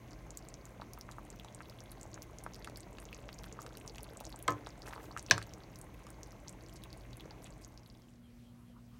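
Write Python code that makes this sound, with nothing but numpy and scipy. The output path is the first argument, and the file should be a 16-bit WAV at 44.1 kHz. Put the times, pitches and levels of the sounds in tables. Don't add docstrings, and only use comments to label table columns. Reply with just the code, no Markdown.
import sys
import numpy as np
from scipy import signal
from scipy.io import wavfile

SR = 44100
rng = np.random.default_rng(int(sys.argv[2]) if len(sys.argv) > 2 else 0)


def log_audio(samples):
    frames = np.atleast_2d(samples).T
    limited = np.clip(frames, -1, 1)
    pcm = np.round(limited * 32767).astype(np.int16)
    wavfile.write(sys.argv[1], SR, pcm)


N = 396459
TIME_S = np.arange(N) / SR
DECAY_60_DB = np.log(1000)


def bubble(hz, cycles, rise, opening):
    turn = np.arange(int(cycles / hz * SR) + 2) * hz / SR
    opened = 1 - np.exp(-(turn / opening) ** 2)
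    ring = np.sin(2 * np.pi * turn * (1 + rise * turn / cycles))
    return opened * np.exp(-DECAY_60_DB * turn / cycles) * ring


# (time [s], relative level [dB], pitch [Hz], relative level of the tick as the film tears [dB])
SMALL_BUBBLES = [(0.3062, -36.5, 6760.0, -66), (0.3729, -31, 7300, -42), (0.4867, -38.5, 7500, -57),
                 (0.541, -37.5, 5890.0, -67), (0.6543, -41, 6860, -52), (0.9343, -39.5, 6140, -46),
                 (0.988, -46, 13360.0, -43), (1.011, -37, 5330, -50), (1.1132, -42.5, 6900, -65),
                 (1.3028, -37.5, 7250, -67), (1.3976, -42.5, 3320, -54), (1.5477, -36, 8000, -67.0),
                 (1.6976, -43.5, 4800, -48.5), (1.805, -40.5, 5740.0, -68), (1.9174, -36.5, 10500, -72.0),
                 (2.0127, -39.5, 7000, -56), (2.031, -37, 7300, -61.0), (2.143, -35, 6370, -69.0),
                 (2.221, -37.5, 5740.0, -56), (2.2273, -51, 6940.0, -45), (2.3858, -38, 6220.0, -66),
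                 (2.4387, -36, 9900.0, -72.0), (2.5358, -42, 5800, -62.0), (2.545, -40.5, 5000, -55),
                 (2.5553, -44, 4970, -68), (2.7593, -40, 4600, -61.0), (2.7723, -44, 4640, -41),
                 (2.8054, -39, 7900, -61), (3.001, -40.5, 9000, -62.0), (3.054, -39.5, 6400, -69),
                 (3.1464, -39, 6060, -67), (3.329, -41.5, 4540, -53), (3.3885, -39.5, 5930, -55),
                 (3.4352, -50, 3610.0, -46), (3.526, -37.5, 6600, -68.0), (3.6186, -40.5, 6370, -50),
                 (3.7715, -48, 2870, -41.5), (3.8775, -33, 5800, -53), (3.8967, -41, 4610.0, -67),
                 (4.032, -34, 10170.0, -51), (4.1719, -36, 7600, -61), (4.203, -48, 3000, -45),
                 (4.2526, -35, 6500, -56), (4.2668, -39, 5430.0, -72.0), (4.326, -41, 4100, -64),
                 (4.3606, -38, 7940, -59), (4.3904, -54, 7330.0, -46), (4.4264, -33, 10300, -74),
                 (4.5057, -38, 6350, -43), (4.5219, -39, 6260, -63.0), (4.664, -41.5, 3670, -70),
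                 (4.82, -40.5, 4700, -58), (4.8827, -56, 2870, -46), (5.1823, -39, 7300, -61.0),
                 (5.1945, -34, 6060.0, -61), (5.227, -40, 9010, -58), (5.2638, -39, 5615, -67),
                 (5.2988, -38, 3530, -53), (5.5367, -39.5, 5890.0, -56), (5.758, -42, 5630, -55),
                 (5.7886, -41, 10000, -57.0), (5.8143, -37.5, 8300, -57), (6.1035, -41.5, 8700, -48),
                 (6.2323, -36.5, 6100, -56), (6.4822, -35, 5850, -58), (6.4937, -35.5, 7700, -60.0),
                 (6.837, -40.5, 3500, -46), (6.929, -41, 4570, -52), (7.1705, -40.5, 10170.0, -72.0),
                 (7.207, -43, 3320.0, -53), (7.3085, -42, 4580, -76), (7.4432, -40, 7500, -72.0),
                 (7.6476, -39, 6400, -61), (7.776, -44, 4970, -65.5), (7.8613, -50, 4000, -64.5),
                 (7.9005, -48, 4740, -74)]
SNAP_CYCLES = 11.93
SNAPS_PER_S, SMALL_SNAP_DB, SNAP_RANGE_DB = 10, -35, 8.5
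SNAP_LOW_HZ, SNAP_HIGH_HZ = 3000, 9400
SNAP_RATE_FOLLOWS = 1.1


def snaps(vigour_db, stove, level_db, tear_db, tear_s, small_tear_db):
    events = [(s, from_db(db + level_db), hz, from_db(tick_db + tear_db))
              for s, db, hz, tick_db in SMALL_BUBBLES]
    per_s = SNAPS_PER_S * from_db(SNAP_RATE_FOLLOWS * vigour_db)
    chances = rng.random((600, 4))
    for when, luck, size, pitch in chances:
        i = int(when * N)
        if luck < per_s[i] * N / SR / len(chances):
            gain = stove[i] * from_db(SMALL_SNAP_DB - SNAP_RANGE_DB * size)
            hz = SNAP_LOW_HZ * (SNAP_HIGH_HZ / SNAP_LOW_HZ) ** pitch
            events.append((i / SR, gain, hz, gain * from_db(small_tear_db)))
    out, t = np.zeros(N), np.arange(SR // 100) / SR
    tear_shape = (1 - np.exp(-2 * t / tear_s)) * np.exp(-t / tear_s)
    for (s, gain, hz, tick), hiss in zip(events, rng.standard_normal((len(chances), len(t)))):
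        add(out, s, gain * bubble(hz, SNAP_CYCLES, rise=0.04, opening=0.82))
        add(out, s, tick * cut(hiss, hz, "high") * tear_shape)
    return out


# (time [s], relative level [dB], pitch [Hz], ringing [cycles],
# relative level of the tick as the skin tears [dB])
LARGE_BUBBLES = [(0.7985, -39, 700.0, 3.8, -74), (0.8183, -34, 1000, 3.5, -57),
                 (0.976, -42, 1050, 7.9, -62), (1.0897, -37, 1150, 2.1, -74), (1.1836, -36, 1050, 7, -74),
                 (1.4467, -43.5, 900, 10, -44.5), (1.6054, -36.5, 1270, 2, -67),
                 (2.054, -43, 690, 3.7, -74), (2.1768, -40.5, 1330, 2.7, -72),
                 (2.4639, -30, 1010, 2.1, -54), (2.6455, -45, 1830, 2.2, -36.5),
                 (2.6745, -34, 1260, 4.1, -51), (2.6975, -43, 590, 5, -48), (2.9846, -38, 1670, 1.1, -46.5),
                 (3.1285, -36, 2460.0, 12, -48), (3.29, -31, 1940, 0.5, -56),
                 (3.4414, -38, 1600.0, 0.75, -46.5), (3.5897, -35.5, 1150, 11, -70),
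                 (3.664, -41, 1170, 3.6, -42.5), (3.8524, -43.5, 820.0, 2.4, -72),
                 (3.9823, -39, 2300, 4.7, -41.5), (4.2084, -37, 776, 4.5, -46),
                 (4.272, -43.5, 627, 10, -58), (4.3418, -43.5, 910, 7, -72), (4.67, -34.0, 890, 2.5, -44.5),
                 (4.9341, -32.5, 1450, 2.1, -59), (4.9613, -39, 1040, 16, -74), (4.9787, -38, 1020, 5, -67),
                 (5.109, -41.5, 1010, 11, -76), (5.1647, -31, 1300, 9.6, -58),
                 (5.1745, -33.5, 1600.0, 6.8, -39), (5.3793, -27, 1250, 4.3, -35),
                 (5.417, -35.5, 1750, 3.9, -53), (5.426, -48, 1650.0, 3, -39), (6.0675, -47, 1120, 19, -49),
                 (7.255, -46, 500, 14, -74)]


def plops(level_db, daughter_db, daughter_s, daughter_ratio, tick_db, tick_s):
    out, ticks, t = np.zeros(N), np.zeros(N), np.arange(SR // 20) / SR
    for (s, db, hz, cycles, skin_db), daughters in zip(LARGE_BUBBLES, rng.random((len(LARGE_BUBBLES), 3, 2))):
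        padded = np.pad(bubble(hz, cycles, rise=0.01, opening=0.53), (0, len(t)))
        ring = cut(padded, hz * .3, "high")
        add(out, s, from_db(db + level_db) * ring / np.abs(ring).max())
        for when, pitch in daughters:
            daughter = bubble(hz * daughter_ratio ** pitch, cycles=6.7, rise=0.06, opening=0.6)
            add(out, s + daughter_s * when, from_db(db + daughter_db) * daughter)
        add(ticks, s, from_db(skin_db + tick_db) * rng.standard_normal(len(t)) * np.exp(-t / tick_s))
    return cut(out, 3800, "low", order=4) + cut(ticks, [2200, 8000], "band")


# (start [s], upper limit of bubble level [dB], central pitch [Hz], length [s])
FROTH_CLUMPS = [(1.608, -42, 1700, 0.011), (4.86, -32.5, 6500, 0.036), (4.99, -39, 1410, .016),
                (5.184, -33, 6700, 0.0082), (6.757, -34.5, 5900, .016), (7.2, -42, 320, .13),
                (7.231, -43, 1700, .1), (7.42, -36, 7700, .062), (7.452, -39, 2700, 0.022),
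                (7.612, -38.5, 6760, .03)]


def clusters(spread_octaves, spread_db, cycles, count):
    out = np.zeros(N)
    for (s, db, hz, length_s), chances in zip(FROTH_CLUMPS, rng.random((len(FROTH_CLUMPS), count, 3))):
        for k, (when, size, pitch) in enumerate(chances):
            ring = bubble(hz * 2 ** (spread_octaves * (pitch - .5)), cycles, rise=0.05, opening=0.6)
            add(out, s + length_s * (k + when) / count, from_db(db - spread_db * size) * ring)
    return out


def swarm(per_s, low_hz, high_hz, cycles, spread_db):
    out = np.zeros(N)
    for when, size, pitch, length in rng.random((4000, 4))[:int(per_s * N / SR)]:
        hz = min(low_hz * (high_hz / low_hz) ** pitch, SR / 3)
        ring = bubble(hz, cycles * (.5 + length), rise=0.042, opening=0.75)
        add(out, when * N / SR, from_db(spread_db * size ** 2) * ring)
    return rms_one(out)


# (time [s], relative level [dB])
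SIMMER_CURVE = [(0.0, -71.5), (0.75, -72.5), (4.07, -66), (4.3, -69), (7.37, -72)]


def simmer_vigour():
    s, db = np.transpose(SIMMER_CURVE)
    simmer_db = np.interp(TIME_S, s, db)
    return simmer_db - simmer_db.mean()


BUBBLING_DB, POPPING_DB, FIZZ_DB = -64, -70.5, -73.5
BUBBLING_FOLLOWS, FIZZ_FOLLOWS = 0.91, 0.75


def simmer(vigour_db):
    swing = from_db(BUBBLING_FOLLOWS * vigour_db)
    bubbling = from_db(BUBBLING_DB) * swarm(per_s=200, low_hz=433, high_hz=1129, cycles=9, spread_db=12.5)
    popping = from_db(POPPING_DB) * swarm(per_s=110, low_hz=900, high_hz=3800, cycles=5.5, spread_db=7.5)
    fizz_gain = from_db(FIZZ_DB + FIZZ_FOLLOWS * vigour_db)
    fizz = fizz_gain * swarm(per_s=55, low_hz=4200, high_hz=14500, cycles=12, spread_db=16)
    return swing * (bubbling + popping), fizz


# (time at full speed [s], relative level [dB])
LADLE_PUSHES = [(4.52, -56), (4.92, -50), (5.36, -50.5)]
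PUSH_ATTACK_S, PUSH_SETTLE_DB_PER_S = 0.085, 71.5
# (time [s], relative level [dB], length [s])
BROTH_WASH = (5.04, -68.5, 0.083)


def stirring(hiss_db, slip_db, slip_rate):
    effort = 0
    for s, db in LADLE_PUSHES:
        settling = from_db(-PUSH_SETTLE_DB_PER_S * np.abs(TIME_S - s))
        effort = effort + from_db(db) * np.where(TIME_S < s, swell(s, PUSH_ATTACK_S), settling)
    bubbles = swarm(per_s=510, low_hz=300, high_hz=5940, cycles=5.4, spread_db=11.5)
    squelch = cut(bubbles, 2800, "low", order=1)
    wash_s, wash_db, wash_length_s = BROTH_WASH
    wash_hiss = cut(rng.standard_normal(N), 3600, "high", order=1)
    wash = from_db(wash_db) * swell(wash_s, wash_length_s) * wash_hiss
    slip = from_db(slip_db * drift(slip_rate))
    wet_hiss = from_db(hiss_db) * rng.standard_normal(N)
    return slip * (effort * (squelch + wet_hiss) + wash)


def struck(modes, build_cycles):
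    t, out = np.arange(SR // 2) / SR, 0
    for k, (hz, db, t60) in enumerate(modes):
        envelope = from_db(db - 60 * t / t60) * (1 - np.exp(-hz * t / build_cycles))
        out = out + envelope * np.sin(2 * np.pi * hz * t) * (-1) ** k
    return out


def struck_at(modes, place):
    return [(hz, np.interp(place, [0, 1], [floor_db, wall_db]), t60) for hz, floor_db, wall_db, t60 in modes]


# (time [s], relative pot level [dB],
# relative ladle level [dB], ladle pitch [Hz], contact cut-off [Hz], place [0 floor to 1 wall])
LADLE_BLOWS = [(4.4794, -36, -20.5, 2060, 9300, 0.042), (4.4811, -25.5, -13.5, 1110, 2300, 0.33),
               (5.3102, -30, -2, 1577, 6800, 1)]
# (frequency [Hz], relative level on floor [dB], relative level on wall [dB], t60 [s])
POT_MODES = [(178.5, -25, -9, 0.3), (295.7, -2, -14.5, 0.45), (348, -19, -17, 0.31),
             (435, -26, -17.5, 0.46), (486, -9.5, -14.5, 0.086), (560, -20, -10.5, 0.23),
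             (661, -14, -7, 0.12), (738, -23, -11.5, 0.17), (824, -17, -11.5, 0.14),
             (933, -20, -15.5, 0.26), (1040, -1.5, -8.5, 0.18), (1126, -10, -9, 0.16), (1281, 6, -16, 0.12),
             (1565, -4, -4.5, 0.043), (1640, -19, -17.5, 0.087), (1750, -9, -12.5, 0.1),
             (1960, -32, -21.5, .16), (2090, -27, -16.5, 0.2), (2570, -21, -11.5, 0.07),
             (2980, -33, -12, .11), (3630, -29, 0.5, 0.06), (4260, -32, -15.5, .1),
             (5640, -35, -6.5, 0.098), (6170, -29, -12.5, 0.11)]
# (frequency [Hz], relative level on floor [dB],
# relative level on wall [dB], t60 [s])
ROCKING_MODES = [(78, -30, -2, .25), (108.6, -12, 2.5, 0.3), (140, -7, 0.5, 0.14)]
# (multiple of its pitch [ratio], relative level [dB], t60 [s])
LADLE_MODES = [(1.002, -6.5, 0.023), (1.08, -6.5, .016), (1.58, -10, 0.013), (2.32, -18.5, .007),
               (2.76, -12, .01), (3.36, -11, .009), (3.88, -8, .012)]


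def knocks(crack_db, crack_s, clatter_db, clatter_t60, rattle_db, wall_rattle_db, rattle_t60,
           chatter_db, chatter_rate):
    out, t = np.zeros(N), np.arange(SR // 2) / SR
    for s, pot_db, ladle_db, ladle_hz, contact_hz, place in LADLE_BLOWS:
        pot = struck(struck_at(POT_MODES, place), build_cycles=.5)
        pot = pot + struck(struck_at(ROCKING_MODES, place), build_cycles=4.2)
        ladle_modes = [(ratio * ladle_hz, db, t60) for ratio, db, t60 in LADLE_MODES]
        ladle = from_db(ladle_db) * struck(ladle_modes, build_cycles=0.38)
        crack = from_db(ladle_db + crack_db) * rng.standard_normal(len(t)) * np.exp(-t / crack_s)
        dense = rms_one(cut(rng.standard_normal(len(t)), [900, 6600], "band", order=5))
        clatter = from_db(ladle_db + clatter_db) * dense * np.exp(-DECAY_60_DB * t / clatter_t60)
        grate = rms_one(cut(rng.standard_normal(len(t)), [220, 2200], "band", order=5))
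        rattle_gain = from_db(pot_db + rattle_db + place * wall_rattle_db)
        rattle = rattle_gain * grate * np.exp(-DECAY_60_DB * t / rattle_t60)
        chatter = from_db(chatter_db * drift(chatter_rate)[:len(t)])
        contact = from_db(pot_db) * pot + ladle + crack + chatter * (clatter + rattle)
        add(out, s, cut(contact, contact_hz, "low"))
    return out


# (delay [s], gain [ratio])
POT_ECHOES = [(.0007, 0.088), (.0018, .17), (.0095, .1), (0.0126, .12)]


def pot_wall(x):
    out = x.copy()
    for delay, gain in POT_ECHOES:
        add(out, delay, gain * x)
    return out


def kitchen(x, near_db, near_t60, room_db, room_t60, dull_hz):
    t = np.arange(SR // 2) / SR
    near, far = rng.standard_normal((2, len(t))) * (1 - np.exp(-(t / 0.0012) ** 2))
    near = from_db(near_db) * rms_one(near * np.exp(-DECAY_60_DB * t / near_t60))
    far = from_db(room_db) * rms_one(far * np.exp(-DECAY_60_DB * t / room_t60))
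    response = (near + cut(far, dull_hz, "low", order=1)) / np.sqrt(len(t))
    return x + signal.fftconvolve(x, response)[:N]


# (frequency [Hz], width [Hz], level [dB])
AIR_RESONANCES = [(51, 12, 7), (173.7, 110, 7), (310, 46, 8.5), (630, 160, 5.5), (1053, 84, 12.5),
                  (1574, 55, 7.5), (2130, 330, 8.5), (6350, 830, 9)]


def pot_air(x):
    out = x.copy()
    for hz, width, db in AIR_RESONANCES:
        out += (from_db(db) - 1) * signal.lfilter(*signal.iirpeak(hz, hz / width, fs=SR), x)
    return out


# (frequency [Hz], relative level per Hz [dB])
BURNER_SPECTRUM = [(21, -30), (35, 8.5), (120, -2.5), (239, -6.5), (309, -7), (405, -9), (700, -12),
                   (862, -20), (1090, -28.5), (1400, -17), (2170, -26), (2870, -25), (6360, -35),
                   (16000, -36)]
STOVE_DB = -57.5


def burner():
    return from_db(STOVE_DB) * pot_air(coloured_noise(BURNER_SPECTRUM, flicker_db=1.0))


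# (frequency [Hz], relative level per Hz [dB])
ROOM_SPECTRUM = [(35, -13), (52, 4), (85, -9), (125, -1), (200, -8), (340, -21), (500, -20), (1150, -28.5),
                 (2500, -32), (3300, -34), (16000, -42)]
QUIET_DB = -58.5


def quiet_room():
    return from_db(QUIET_DB) * coloured_noise(ROOM_SPECTRUM, flicker_db=2.1)


# (frequency [Hz], level with the stove [dB], level in the quiet room [dB])
HUM_TONES = [(118.5, -57.5, -61.5), (238.5, -90.5, -56.5), (350, -90, -77)]


def hum(stove):
    out = 0
    for hz, stove_db, quiet_db in HUM_TONES:
        gain = stove * from_db(stove_db) + (1 - stove) ** 1.5 * from_db(quiet_db)
        out = out + gain * np.sin(2 * np.pi * hz * TIME_S)
    return out


CHIRP_FIRST_S, CHIRP_REPEAT_S = 8.04, .22
CHIRP_HZ, CHIRP_FALL_HZ_PER_S, CHIRP_DB = 3200, 4000, -74


def chirps(length_s, width_hz):
    out = 0
    waver = rms_one(cut(rng.standard_normal(N), width_hz, "low"))
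    for s in np.arange(CHIRP_FIRST_S, N / SR, CHIRP_REPEAT_S):
        since = TIME_S - s
        cycles = (CHIRP_HZ - CHIRP_FALL_HZ_PER_S * since / 2) * since
        out = out + swell(s, length_s) * np.sin(2 * np.pi * cycles)
    return from_db(CHIRP_DB) * waver * out


# (time [s], relative level [dB], centre frequency [Hz], length [s])
FAR_RUSTLES = [(8.6, -71, 1100, 0.055), (8.772, -65, 1114, 0.026), (8.946, -70, 1145, 0.031)]


def rustles(width):
    return sum(from_db(db) * swell(s, length_s) * narrow_noise(hz, width) for s, db, hz, length_s in FAR_RUSTLES)


def coloured_noise(spectrum, flicker_db):
    points_hz, points_db = np.transpose(spectrum)
    edges = 24 * 2 ** (np.arange(20) / 2)
    white, out = rng.standard_normal((2, N)), 0
    for k, band in enumerate(zip(edges, edges[1:])):
        level_db = np.interp(np.mean(np.log(band)), np.log(points_hz), points_db)
        flicker = flicker_db * drift(20)
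        out = out + cut(white[k % 2], band, "band") * from_db(level_db + flicker)
    return rms_one(out)


def narrow_noise(hz, width):
    return rms_one(cut(rng.standard_normal(N), [hz / (1 + width / 2), hz * (1 + width / 2)], "band"))


def swell(s, length_s):
    return np.exp(-((TIME_S - s) / length_s) ** 2)


def drift(rate):
    knots = rng.standard_normal(N // 100)
    return np.interp(TIME_S * rate, np.arange(len(knots)), knots)


def cut(x, hz, kind, order=2):
    sos = signal.butter(order, np.clip(hz, 10, .45 * SR), kind, fs=SR, output="sos")
    return signal.sosfilt(sos, x + 1e-18)


def add(track, s, sound):
    start = int(np.clip(round(s * SR), 0, N))
    track[start:start + len(sound)] += sound[:N - start]


def from_db(db):
    return 10 ** (np.asarray(db) / 20)


def rms_one(x):
    return x / np.sqrt(np.mean(x ** 2) + 1e-20)


FADE_START_S, FADE_LENGTH_S = 7.386, 0.94


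def scene():
    vigour_db = simmer_vigour()
    stove = np.clip(1 - (TIME_S - FADE_START_S) / FADE_LENGTH_S, 0, 1)
    bubbling, fizz = simmer(vigour_db)
    soup = snaps(vigour_db, stove, level_db=10.5, tear_db=11.5, tear_s=0.00065, small_tear_db=-21)
    soup = soup + np.sqrt(stove) * fizz
    soup = soup + plops(level_db=2.0, daughter_db=-13, daughter_s=0.009, daughter_ratio=4.9,
                        tick_db=4.0, tick_s=0.0015)
    soup = pot_wall(soup + clusters(spread_octaves=1.1, spread_db=9.5, cycles=8, count=10))
    soup = soup + stove * bubbling + stirring(hiss_db=-21.5, slip_db=3.5, slip_rate=74)
    soup = kitchen(soup, near_db=-9.0, near_t60=0.04, room_db=-13.5, room_t60=0.087, dull_hz=5850)
    ladle = knocks(crack_db=-10.5, crack_s=0.0016, clatter_db=-24.5, clatter_t60=0.084, rattle_db=-17,
                   wall_rattle_db=6.5, rattle_t60=0.22, chatter_db=4.5, chatter_rate=300)
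    ladle = kitchen(ladle, near_db=-18.5, near_t60=0.12, room_db=-16.5, room_t60=0.24, dull_hz=5000)
    room = quiet_room() + chirps(length_s=0.035, width_hz=114) + rustles(width=0.34)
    return (soup + ladle + stove * burner() + (1 - stove) * room + hum(stove))[None]


CUTOFF_HZ = 15900


def record(dry):
    thinned = cut(dry, 38, "high", order=4)
    top_cut = signal.ellip(10, .2, 70, CUTOFF_HZ, fs=SR, output="sos")
    return signal.sosfilt(top_cut, thinned)


dry = scene()
out = record(dry)
log_audio(out)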